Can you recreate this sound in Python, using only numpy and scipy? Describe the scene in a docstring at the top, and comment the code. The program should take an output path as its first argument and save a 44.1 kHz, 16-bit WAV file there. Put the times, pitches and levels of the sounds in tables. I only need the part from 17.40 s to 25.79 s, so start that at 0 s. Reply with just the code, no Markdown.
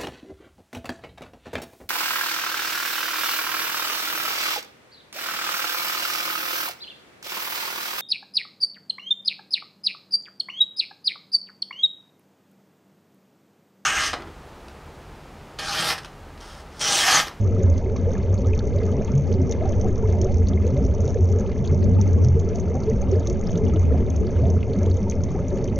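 """Under a shallow river

A camera in a watertight case sits just over the pebble bed. Air pockets throb as gliding low notes.
Churned water rushes dully: noise blended with masses of bubble chirps, which also burble and fizz.
Gravel clacks as short noise bursts, and grit ticks on the case as pings with a snap.
Single bubbles gulp as rising chirps. The case's resonances colour all but the throbs and the
side-to-side difference, noise whose changing level widens and narrows the stereo."""
import sys
import numpy as np
from scipy import signal
from scipy.fft import rfft, irfft, next_fast_len
from scipy.io import wavfile
from scipy.ndimage import uniform_filter1d

SR = 44100
rng = np.random.default_rng(int(sys.argv[2]) if len(sys.argv) > 2 else 0)


def to_wav(sig):
    """Store sig (one row per channel, or 1-D mono) as 16-bit WAV at the path in sys.argv[1].

    Samples outside -1..1 are clipped; the rate is SR.
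    """
    pcm = np.clip(np.atleast_2d(sig), -1, 1) * 32767
    pcm = np.round(pcm).astype(np.int16)
    wavfile.write(sys.argv[1], SR, pcm.T)  # frames by channels


N = 369986
T = np.arange(N) / SR  # time of every sample, in seconds

# air pockets dragged under, each throbbing for a moment, with its pitch at half its length:
# (start [s], length [s], level [dB], pitch [Hz], glide [Hz/s])
THROBS = [(0, 0.1968, -20, 97.73, -52), (0.239, .125, -14.5, 85.9, -53), (.62, 0.069, -22, 89.64, -4.5),
          (0.827, .14, -18.5, 93.15, 71.5), (1.039, 0.13, -22, 85.97, 52.5), (1.34, 0.22, -23, 88.22, 35.5),
          (1.869, 0.2, -21, 86.28, -28.5), (2.276, 0.12, -23, 86.44, -31), (2.645, 0.2, -20, 89.06, -18),
          (2.891, 0.26, -20.5, 88.18, 15.5), (3.138, 0.1594, -19, 82.04, -46.5),
          (3.455, 0.2386, -24, 83.17, 69), (3.798, 0.091, -15.5, 84.8, -19), (3.907, 0.097, -18, 92, 38),
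          (4.279, .25, -19.5, 87.7, 41), (4.533, .26, -15.5, 89.3, -55.5), (4.797, 0.22, -17, 85.13, 15),
          (5.038, 0.085, -24, 84.16, -1), (5.253, .14, -23.5, 84.9, -18), (5.686, 0.12, -18.5, 89.16, 4.5),
          (6.229, 0.13, -21, 81.6, -87), (6.362, 0.2344, -17, 82.57, -77),
          (6.685, 0.1526, -21, 72.97, -14.5), (6.962, 0.24, -18, 86.24, 40.5), (7.375, .21, -19, 87, -16),
          (7.69, 0.17, -30, 84.3, 0.5), (8.276, 0.14, -24.5, 88.3, -52)]
THROB_ATTACK_S, THROB_RELEASE_S = 0.012, 0.072
THROB_REST_HZ, THROB_REST_DB = 88.2, -35.5  # between the big pockets
THROB_WOBBLE = 0.03  # share of the pitch
# the smaller pockets around the main one: (frequency [Hz], relative level [dB])
POCKET_SPECTRUM = [(45, -16), (62, -11.5), (80, -6), (97, 7), (112, -6), (135, -18.5), (170, -26.5)]
POCKETS_DB, POCKETS_PER_THROB = -31, 0.37  # level, and dB of pockets per dB of throb

# surges of turbulence pressing on the case: (start [s], length [s], level [dB])
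SURGES = [(0.2, 0.19, -27), (1.024, 0.19, -24.5), (2.392, 0.32, -25), (2.805, 0.28, -21.5),
          (3.347, 0.31, -24), (4.33, 0.14, -30), (5.452, 0.244, -26), (6.52, 0.13, -22.5),
          (7.55, 0.16, -27), (8.02, 0.21, -33)]
SURGE_ATTACK_S, SURGE_RELEASE_S = 0.096, 0.057
BUFFET_DB = -27  # between the surges
# gushes of big bubbles (churn) and small ones (burble) from upstream:
# (start [s], length [s], churn level [dB], burble level [dB])
GUSHES = [(0.622, 0.087, -36, -31.5), (1.37, .28, -33.5, -30), (1.94, 0.11, -25.5, -35),
          (2.202, 0.13, -44, -26), (2.401, 0.095, -25, -28), (2.72, .14, -35, -26.5),
          (3.032, 0.13, -32, -45.5), (3.275, 0.23, -28.5, -41.5), (3.569, 0.17, -59, -31),
          (3.99, 0.065, -40, -26.5), (4.36, 0.45, -27, -41), (5.45, 0.11, -25.5, -31.5),
          (5.709, 0.073, -45, -25), (6.09, 0.27, -26.5, -33.5), (6.491, .15, -23.5, -32),
          (7.026, 0.13, -25.5, -27), (7.337, 0.094, -25, -32.5), (8.105, 0.13, -29, -29)]
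GUSH_ATTACK_S, GUSH_RELEASE_S = 0.24, 0.066
CHURN_DB, BURBLE_DB = -29.5, -31  # between the gushes
# smooth spectrum of turbulence on the case: (frequency [Hz], relative level [dB])
BUFFET_SPECTRUM = [(8, 4.5), (14, -10), (28, -9.5), (45, -6), (62, 4), (80, -3), (100, 0.5), (160, -39.5)]
# smooth spectrum of the big bubbles: (frequency [Hz], relative level [dB])
CHURN_SPECTRUM = [(70, -28), (105, -2.5), (135, 2), (200, -1.5), (270, -3.5), (340, -8), (500, -49)]
# smooth spectrum of the small bubbles: (frequency [Hz], relative level [dB])
BURBLE_SPECTRUM = [(200, -24.5), (300, -6), (380, 1), (480, -2.5), (600, -6.5), (720, -14.5), (900, -20),
                   (1200, -34), (2000, -61)]

# smooth spectrum of the finest bubbles: (frequency [Hz], relative level [dB])
FIZZ_SPECTRUM = [(500, 2), (900, -8.5), (1250, 1), (1600, -2.5), (2300, -3), (3000, -10.5), (4000, -15.5),
                 (5000, -15), (5600, -12), (6300, -6.5), (7000, -19), (8000, -31.5)]
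# smooth spectrum of the brief swells within the fizz: (frequency [Hz], relative level [dB])
FROTH_SPECTRUM = [(650, -10), (850, 2), (1250, -4), (1700, -13)]
FROTH_DB = -59.5  # before its brief swells

# sideways rocking of the case: (frequency [Hz], relative level [dB])
ROCKING_SPECTRUM = [(8, -2.5), (20, 1.5), (43, -4), (65, 8), (88, 14.5), (125, 0), (170, -5.5), (260, -13),
                    (600, -54), (2000, -75.5), (6500, -65)]
ROCKING_DB = -33  # before its slow random drift
# low rumble and faint hiss that differ between the sides: (frequency [Hz], relative level [dB])
WIDTH_SPECTRUM = [(80, 2), (150, 12.5), (260, 9), (350, 3.5), (450, -4), (600, -12), (800, -25),
                  (1000, -34), (2400, -28), (3000, -62.5)]
# changing stereo width of the low rumble and faint hiss, wider under each throb:
# (time [s], level [dB])
WIDTH_LEVELS = [(0, -50), (.28, -42.5), (.55, -70.5), (1.3, -66), (1.95, -36), (2.25, -37), (3.2, -47),
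                (4, -49.5), (4.55, -30.5), (5.2, -48), (5.7, -35), (7.1, -37.5), (7.65, -57.5),
                (8.39, -48.5)]
WIDTH_PER_THROB = 0.4  # dB of side-to-side difference per dB of throb

# pebbles knocking together close by: (time [s], peak level [dB], pitch [Hz])
CLACKS = [(.378, -41, 4600), (.558, -35.5, 1100), (.562, -35.5, 2200), (.565, -40, 4000), (.751, -34, 1770),
          (0.977, -39, 4300), (1.044, -42, 3600), (1.1325, -29.5, 2500), (1.19, -31, 4130),
          (1.202, -35, 1400), (1.938, -36, 4430), (2.121, -37, 1900), (2.122, -33, 3580),
          (2.327, -40, 3380), (2.815, -41, 4400), (3.07, -34, 4200), (3.088, -35, 5200), (3.133, -37, 3460),
          (3.677, -39, 3750), (4.248, -33, 3200), (4.275, -31.5, 4300), (4.427, -40, 4200),
          (5.433, -36.5, 4500), (5.871, -31, 4000), (6.07, -34, 5000), (6.155, -34, 3600),
          (6.359, -33.5, 3000), (6.867, -35, 4830), (7.228, -30.5, 2400), (7.333, -34, 3900),
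          (7.512, -35.5, 4300), (7.72, -34.5, 2100)]
CLACK_ATTACK_S, CLACK_DECAY_S, CLACK_Q = 0.0008, 0.0033, 3.0
GRAVEL_LOW_HZ, GRAVEL_HIGH_HZ, GRAVEL_DB = 1730, 5050, -59.5  # the faint clacks further off

# grit striking the case: (time [s], peak level [dB])
TICKS = [(.379, -32), (.563, -32), (.734, -33.5), (1.069, -32.5), (1.1906, -32), (1.647, -29.5),
         (1.718, -35), (1.777, -31), (2.094, -31), (2.1117, -21.5), (2.122, -23.5), (2.2912, -31.5),
         (2.4125, -26.5), (2.725, -32.5), (2.8147, -22), (2.8452, -28), (2.943, -30.5), (3.085, -26),
         (3.277, -31.5), (3.464, -33), (3.677, -28), (3.925, -33), (3.997, -30.5), (4.275, -33.5),
         (4.346, -33.5), (4.6132, -21.5), (4.731, -33.5), (4.998, -30), (5.157, -28.5), (5.199, -30.5),
         (5.4983, -31), (5.716, -30), (5.8714, -22), (5.899, -24), (6.1063, -32), (6.117, -31),
         (6.176, -30.5), (6.7014, -29), (6.762, -29), (7.1017, -27.5), (7.431, -30.5), (7.698, -21),
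         (7.711, -28.5), (7.8367, -25.5), (8.083, -29), (8.242, -29), (8.359, -31.5)]
WALL_HZ, WALL_SPREAD_HZ = 6133, 900  # the wall's ping, which depends on where it is struck
SNAP_S = 0.0011  # decay of a grain's broad snap
SNAP_BAND = signal.butter(2, [1500, 6500], "band", fs=SR)
ECHO_S, ECHO_SHARE = 0.0022, 0.41  # a click returns from a boundary close by
# flurries of sand swept against the case: (start [s], length [s], level [dB])
FLURRIES = [(2.258, 0.24, -58), (3.607, 0.52, -59), (4.776, 0.091, -51), (5.15, 0.09, -55),
            (5.426, 0.17, -57), (6.036, 0.17, -54), (7.68, 0.19, -55.5), (8.144, 0.2, -64)]
FLURRY_ATTACK_S, FLURRY_RELEASE_S = 0.036, 0.047
PATTER_DB = -56.5  # between the flurries

# single bubbles, from big gulps to small chirps:
# (start [s], length [s], starting pitch [Hz], level [dB], rise [share of the pitch])
GULPS = [(.665, 0.059, 435, -21.5, 0.32), (1.046, .025, 1183, -40, .15), (1.113, 0.054, 407, -23, 0.11),
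         (1.343, .035, 550, -24.5, .1), (1.416, 0.031, 386, -19.5, 0.27), (1.622, 0.037, 385, -23.5, 0.19),
         (1.675, 0.031, 860, -39, 0.14), (1.728, 0.12, 136, -9, .1), (2.012, 0.034, 613, -32, 0.17),
         (2.173, .025, 946, -39, 0.23), (2.211, 0.025, 552, -19.5, 0.41), (2.251, 0.05, 737, -28.5, 0.15),
         (2.442, 0.025, 690, -29, 0.22), (2.496, 0.043, 321, -20, 0.29), (2.629, 0.033, 800, -34.5, 0.52),
         (2.644, 0.036, 388, -20, 0.22), (2.805, 0.064, 339, -20, 0.16), (2.864, 0.058, 666, -31.5, 0.3),
         (3.1, 0.054, 266, -21, 0.24), (3.103, .05, 568, -33, 0.41), (3.258, 0.034, 448, -18.5, 0.21),
         (3.311, 0.094, 124, -13, .15), (3.354, 0.061, 537, -24.5, 0.17), (3.755, 0.024, 437, -16.5, 0.23),
         (3.895, 0.053, 381, -26, 0.39), (3.985, 0.043, 452, -23.5, 0.31), (4.189, 0.077, 123, -14, 0.17),
         (4.279, .025, 900, -36, 0.33), (4.301, .055, 142, -6, 0.058), (4.322, 0.051, 551, -30, 0.17),
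         (4.427, .008, 4160, -43, .02), (4.432, 0.033, 537, -26, 0.14), (4.474, 0.068, 215.5, -16.5, 0.21),
         (4.48, 0.07, 161, -14.5, 0.13), (4.582, 0.025, 815, -32, 0.16), (4.776, 0.0257, 1002, -37, 0.22),
         (4.825, 0.18, 110.9, -11, 0.4), (5.036, 0.045, 345, -22, 0.091), (5.142, 0.036, 654, -30, 0.11),
         (5.295, 0.03, 400, -17.5, .3), (5.343, 0.052, 732, -29.5, 0.15), (5.467, 0.072, 397, -19, 0.29),
         (5.517, 0.027, 518, -28, .2), (5.619, 0.03, 691, -32, .35), (5.719, 0.071, 354, -14, 0.44),
         (5.76, 0.019, 496, -20, 0.29), (5.879, 0.064, 337.7, -18.5, 0.14),
         (6.071, 0.0066, 5040, -32.5, .02), (6.12, 0.067, 167, -14, 0.058), (6.332, .03, 1200, -41, 0.22),
         (6.336, 0.053, 307, -18, .1), (6.506, 0.038, 485, -28.5, 0.26), (6.54, 0.029, 660, -25.5, 0.17),
         (7.004, 0.068, 112, -6.5, 0.13), (7.033, 0.054, 640, -24, 0.11),
         (7.122, 0.044, 193.6, -19.5, 0.13), (7.41, 0.057, 556, -27.5, 0.25),
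         (7.616, 0.049, 183, -18, 0.14), (7.666, 0.021, 860, -34, 0.14), (7.953, .018, 686, -29, 0.38),
         (8.113, 0.043, 348, -16, 0.18), (8.117, 0.03, 525, -24, 0.2), (8.33, 0.022, 763, -32.5, 0.23)]
GULP_ROUGHNESS = 0.23  # share of a gulp's amplitude

# resonances and dips of the case: (frequency [Hz], width [Hz], gain [dB])
CASE_RESONANCES = [(153.3, 12, -11.5), (206.4, 41, 4.5), (236.2, 11, -5.5), (257, 25, 3.5),
                   (294.8, 19.2, -9.5), (342.6, 28.4, -8), (374.5, 30, 2.5), (415, 41, -4.5),
                   (438, 39, 6.5), (498, 41, -2.5), (566.4, 41, 2.5), (870, 39, -3), (886, 46, 5.5),
                   (1471, 120, -6), (1856, 97, -6.5), (2100, 67, 5.5), (2740, 47, -9), (4090, 260, -5.5),
                   (4400, 210, 3.5), (4974, 230, -7), (6265, 200, 3)]
HEADROOM, TOP_HZ = 0.77, 7000  # amplitude the peaks are rounded towards; cut-off of the camera


def undb(db):
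    """Turn decibels into a gain."""
    return 10 ** (np.asarray(db) / 20)


def unit(x):
    """Scale to an average strength (rms) of 1."""
    return x / np.sqrt(np.mean(x ** 2))


def colour(x, spectrum):
    """Filter by (frequency, dB) points joined on a log-frequency axis, fading beyond both ends."""
    hz, db = np.transpose(spectrum)
    size = next_fast_len(N, True)
    f = np.fft.rfftfreq(size, 1 / SR) + 1e-3  # never zero, so its log exists
    outside = np.minimum(f / hz[0], 1) * np.minimum(hz[-1] / f, 1) ** 4
    gain = undb(np.interp(np.log(f), np.log(hz), db))
    return irfft(rfft(x, size) * outside * gain, size)[..., :N]


def noise(spectrum):
    """Make steady coloured noise of rms 1."""
    return unit(colour(rng.standard_normal(N), spectrum))


def walk(rate):
    """Wander at random: levels held for 1 / rate seconds, smoothed twice, rms 1."""
    k = int(SR / rate)
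    steps = np.repeat(rng.standard_normal(N // k + 1), k)
    smooth = uniform_filter1d(uniform_filter1d(steps, k), k)
    return unit(smooth[:N])


def add(out, s, sound):
    """Mix a short sound in at time s."""
    i = int(np.clip(s * SR, 0, N - 1))
    out[i:i + len(sound)] += sound[:N - i]


def swell(start, length, attack_s, release_s):
    """Rise, hold and fall, 0 to 1: half-way up at the start and half-way down after `length`."""
    rise = 0.5 + (T - start) / attack_s
    fall = 0.5 + (start + length - T) / release_s
    return np.clip(np.minimum(rise, fall), 0, 1)


def swelling(rest_db, events, attack_s, release_s):
    """Gain of a steady bed with (start, length, dB) swells on top; their powers add."""
    power = undb(rest_db) ** 2
    for s, length, db in events:
        power = power + (undb(db) * swell(s, length, attack_s, release_s)) ** 2
    return np.sqrt(power)


def throb(strength):
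    """Big air pockets pulse: the largest gives an unsteady, gliding note; smaller ones blur it."""
    pitch = np.full(N, float(THROB_REST_HZ))
    for s, length, _, hz, glide in THROBS:
        own = hz + glide * (T - s - length / 2)
        pitch = pitch + swell(s, length, THROB_ATTACK_S, THROB_RELEASE_S) * (own - pitch)
    phase = 2 * np.pi * np.cumsum(pitch * (1 + THROB_WOBBLE * walk(35))) / SR
    note = strength * unit(np.sin(phase))
    # a power below 1 makes the smaller pockets swell less
    smaller = unit(strength ** POCKETS_PER_THROB) * noise(POCKET_SPECTRUM)
    return note + undb(POCKETS_DB) * smaller


def bubble(hz, cycles, glide, onset, fade_db):
    """A ringing bubble swells over `onset` cycles, fades, and rises in pitch as it nears the surface."""
    turn = np.arange(int(cycles * SR / hz)) * hz / SR
    age = turn / cycles  # 0 to 1
    attack = 1 - np.exp(-(turn / onset) ** 2)
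    fade = undb(-fade_db * age ** 1.5) * (1 - age ** 8)
    return attack * fade * np.sin(2 * np.pi * turn * (1 + glide * age / 2))


def cloud(low_hz, high_hz, cycles, glide, spread_db, climb, count):
    """Many trains of three bubbles, each smaller and higher; `spread_db` makes a few stand out as close."""
    out = np.zeros(N)
    for when, size, near in rng.random((count, 3)):
        s = when * N / SR
        hz = low_hz * (high_hz / low_hz) ** size
        closeness = undb(-spread_db * np.log(0.015 + near))
        for ring, wait, strength in rng.random((3, 3)):
            sound = bubble(hz, cycles * (0.5 + ring), glide, onset=1.62, fade_db=23)
            add(out, s, strength * closeness * sound)
            s += wait * cycles / hz
            hz *= 1 + climb * wait
    return unit(out)


def rush(churning, burbling):
    """Turbulence buffets the case; upstream, masses of bubbles blur into noise."""
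    big = cloud(100.06, 291.4, cycles=9, glide=0.11, spread_db=0.5, climb=0.2, count=300)
    small = cloud(271.16, 1095.0, cycles=16, glide=0.17, spread_db=0.0, climb=0.172, count=850)
    big, small = colour(big, CHURN_SPECTRUM), colour(small, BURBLE_SPECTRUM)
    pressing = swelling(BUFFET_DB, SURGES, SURGE_ATTACK_S, SURGE_RELEASE_S)
    buffet = pressing * noise(BUFFET_SPECTRUM)
    churn = churning * unit(unit(big) + 1.21 * noise(CHURN_SPECTRUM))
    burble = burbling * unit(unit(small) + 0.77 * noise(BURBLE_SPECTRUM))
    flicker = undb(0.76 * walk(20))
    return buffet + churn + burble * flicker


def fizz(burbling):
    """The finest bubbles: a wash of noise and soft chirps that surges with the burble, and frothy swells."""
    surge = (burbling / burbling.mean()) ** 0.4 * undb(1.0 * walk(22))
    pops = cloud(700, 2400, cycles=9, glide=0.25, spread_db=1.7, climb=0.15, count=1100)
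    pops = unit(colour(pops, FIZZ_SPECTRUM))
    wash = undb(-53.5) * noise(FIZZ_SPECTRUM) + undb(-53) * pops
    froth = noise(FROTH_SPECTRUM) * undb(6 * np.tanh(walk(32)))
    return surge * wash + undb(FROTH_DB) * froth


def side_difference(throbbing):
    """The case rocks sideways, and a low rumble and faint hiss change in width, wider under each throb."""
    rocking = undb(ROCKING_DB) * noise(ROCKING_SPECTRUM) * undb(1.6 * walk(5))
    width = undb(np.interp(T, *np.transpose(WIDTH_LEVELS))) * unit(throbbing) ** WIDTH_PER_THROB
    rumble_and_hiss = width * noise(WIDTH_SPECTRUM) * undb(3.4 * walk(24))
    return rocking + rumble_and_hiss


def clack(hz):
    """Two small stones meet and scrape: a rough burst of a few milliseconds around their pitch."""
    t = T[:SR // 50]
    envelope = (1 - np.exp(-t / CLACK_ATTACK_S)) * np.exp(-t / CLACK_DECAY_S)
    scrape = rng.standard_normal(len(t)) * envelope
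    band = signal.iirpeak(hz, CLACK_Q, fs=SR)
    y = signal.lfilter(*band, signal.lfilter(*band, scrape))
    return y / np.abs(y).max()


def gravel():
    """Gravel shifts on the bed: clusters of faint clacks of all sizes, and a few close ones."""
    far, near = np.zeros(N), np.zeros(N)
    for when, force, size in rng.random((1000, 3)):
        hz = GRAVEL_LOW_HZ * (GRAVEL_HIGH_HZ / GRAVEL_LOW_HZ) ** size
        loudness = undb(-5 * np.log(1 / 16 + force))  # most faint, a few strong
        add(far, when * N / SR, loudness * clack(hz))
    for s, db, hz in CLACKS:
        add(near, s, undb(db) * clack(hz))
    clusters = undb(4 * np.tanh(walk(16)))
    return undb(GRAVEL_DB) * unit(far * clusters) + near


def tick(hz, snap, ring_s, rattle):
    """A grain strikes the case: a short ping and a broad snap, a quick echo, a faint rattle in the shell."""
    t = T[:SR // 50]
    crack, shell = rng.standard_normal((2, len(t)))
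    ping = (1 - np.exp(-(t / 0.00053) ** 2)) * np.exp(-t / ring_s) * np.sin(2 * np.pi * hz * t)
    crack = signal.lfilter(*SNAP_BAND, crack * np.exp(-t / SNAP_S))
    echoes = rattle * shell * np.exp(-t / 0.0062)
    echoes[0] = 1  # the strike itself
    echoes[int(ECHO_S * SR)] = ECHO_SHARE
    y = signal.fftconvolve(unit(ping) + snap * unit(crack), echoes)[:len(t)]
    return y / np.abs(y).max()


def grit():
    """Sand patters on the stiff wall in flurries, with lulls; now and then a bigger grain clicks."""
    patter, clicks = np.zeros(N), np.zeros(N)
    for when, force, place in rng.random((1200, 3)):
        hz = WALL_HZ + WALL_SPREAD_HZ * (place - 0.5)
        loudness = undb(-6.8 * np.log(1 / 30 + force))  # most faint, a few strong
        grain = tick(hz, snap=0.24, ring_s=0.00035, rattle=0.053)
        add(patter, when * N / SR, loudness * grain)
    for s, db in TICKS:
        hz = WALL_HZ + WALL_SPREAD_HZ * (rng.random() - 0.5) / 2
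        add(clicks, s, undb(db) * tick(hz, snap=0.26, ring_s=0.00029, rattle=0.05))
    lulls = undb(2.5 * np.tanh(walk(14)))
    flurry = swelling(PATTER_DB, FLURRIES, FLURRY_ATTACK_S, FLURRY_RELEASE_S)
    return flurry * unit(patter * lulls) + clicks


def gulps():
    """Single bubbles break away, each a rising chirp whose loudness wavers as the bubble deforms."""
    out = np.zeros(N)
    for s, length, hz, db, rise in GULPS:
        add(out, s, undb(db) * bubble(hz, length * hz, rise, onset=2.58, fade_db=15))
    return out * (1 + GULP_ROUGHNESS * walk(130))


def case(x):
    """The shell strengthens some pitches and weakens others, as a filter that never rings ahead of a sound."""
    size = 2 ** 13
    f = np.fft.rfftfreq(size, 1 / SR)
    db = np.zeros(len(f))
    for hz, width, gain_db in CASE_RESONANCES:
        db += gain_db * np.exp(-2 * ((f - hz) / width) ** 2)
    # folding the cepstrum (spectrum of the log gain) forward in time gives minimum phase
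    cepstrum = irfft(np.log(undb(db)))
    cepstrum[1:size // 2] *= 2
    cepstrum[size // 2 + 1:] = 0
    response = irfft(np.exp(rfft(cepstrum)))
    return signal.fftconvolve(x, response)[:N]


def scene():
    """Both sides share one middle signal; the side difference is added to one and taken from the other."""
    pockets = [row[:3] for row in THROBS]
    churns = [(s, length, db) for s, length, db, _ in GUSHES]
    burbles = [(s, length, db) for s, length, _, db in GUSHES]
    throbbing = swelling(THROB_REST_DB, pockets, THROB_ATTACK_S, THROB_RELEASE_S)
    churning = swelling(CHURN_DB, churns, GUSH_ATTACK_S, GUSH_RELEASE_S)
    burbling = swelling(BURBLE_DB, burbles, GUSH_ATTACK_S, GUSH_RELEASE_S)
    water = rush(churning, burbling) + fizz(burbling) + gulps()
    stones = gravel() + grit()
    mid = case(water + stones) + throb(throbbing)
    side = side_difference(throbbing)
    return np.array([mid + side, mid - side])


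def record(dry):
    """The camera rounds the loudest peaks, and a steep filter lets little through above the cut-off."""
    rounded = HEADROOM * np.tanh(dry / HEADROOM)
    # 0.5 dB of ripple below the cut-off, at least 45 dB of loss well above it
    cutoff = signal.ellip(7, 0.5, 45, TOP_HZ, fs=SR, output="sos")
    return signal.sosfilt(cutoff, rounded)


dry = scene()
out = record(dry)
to_wav(out)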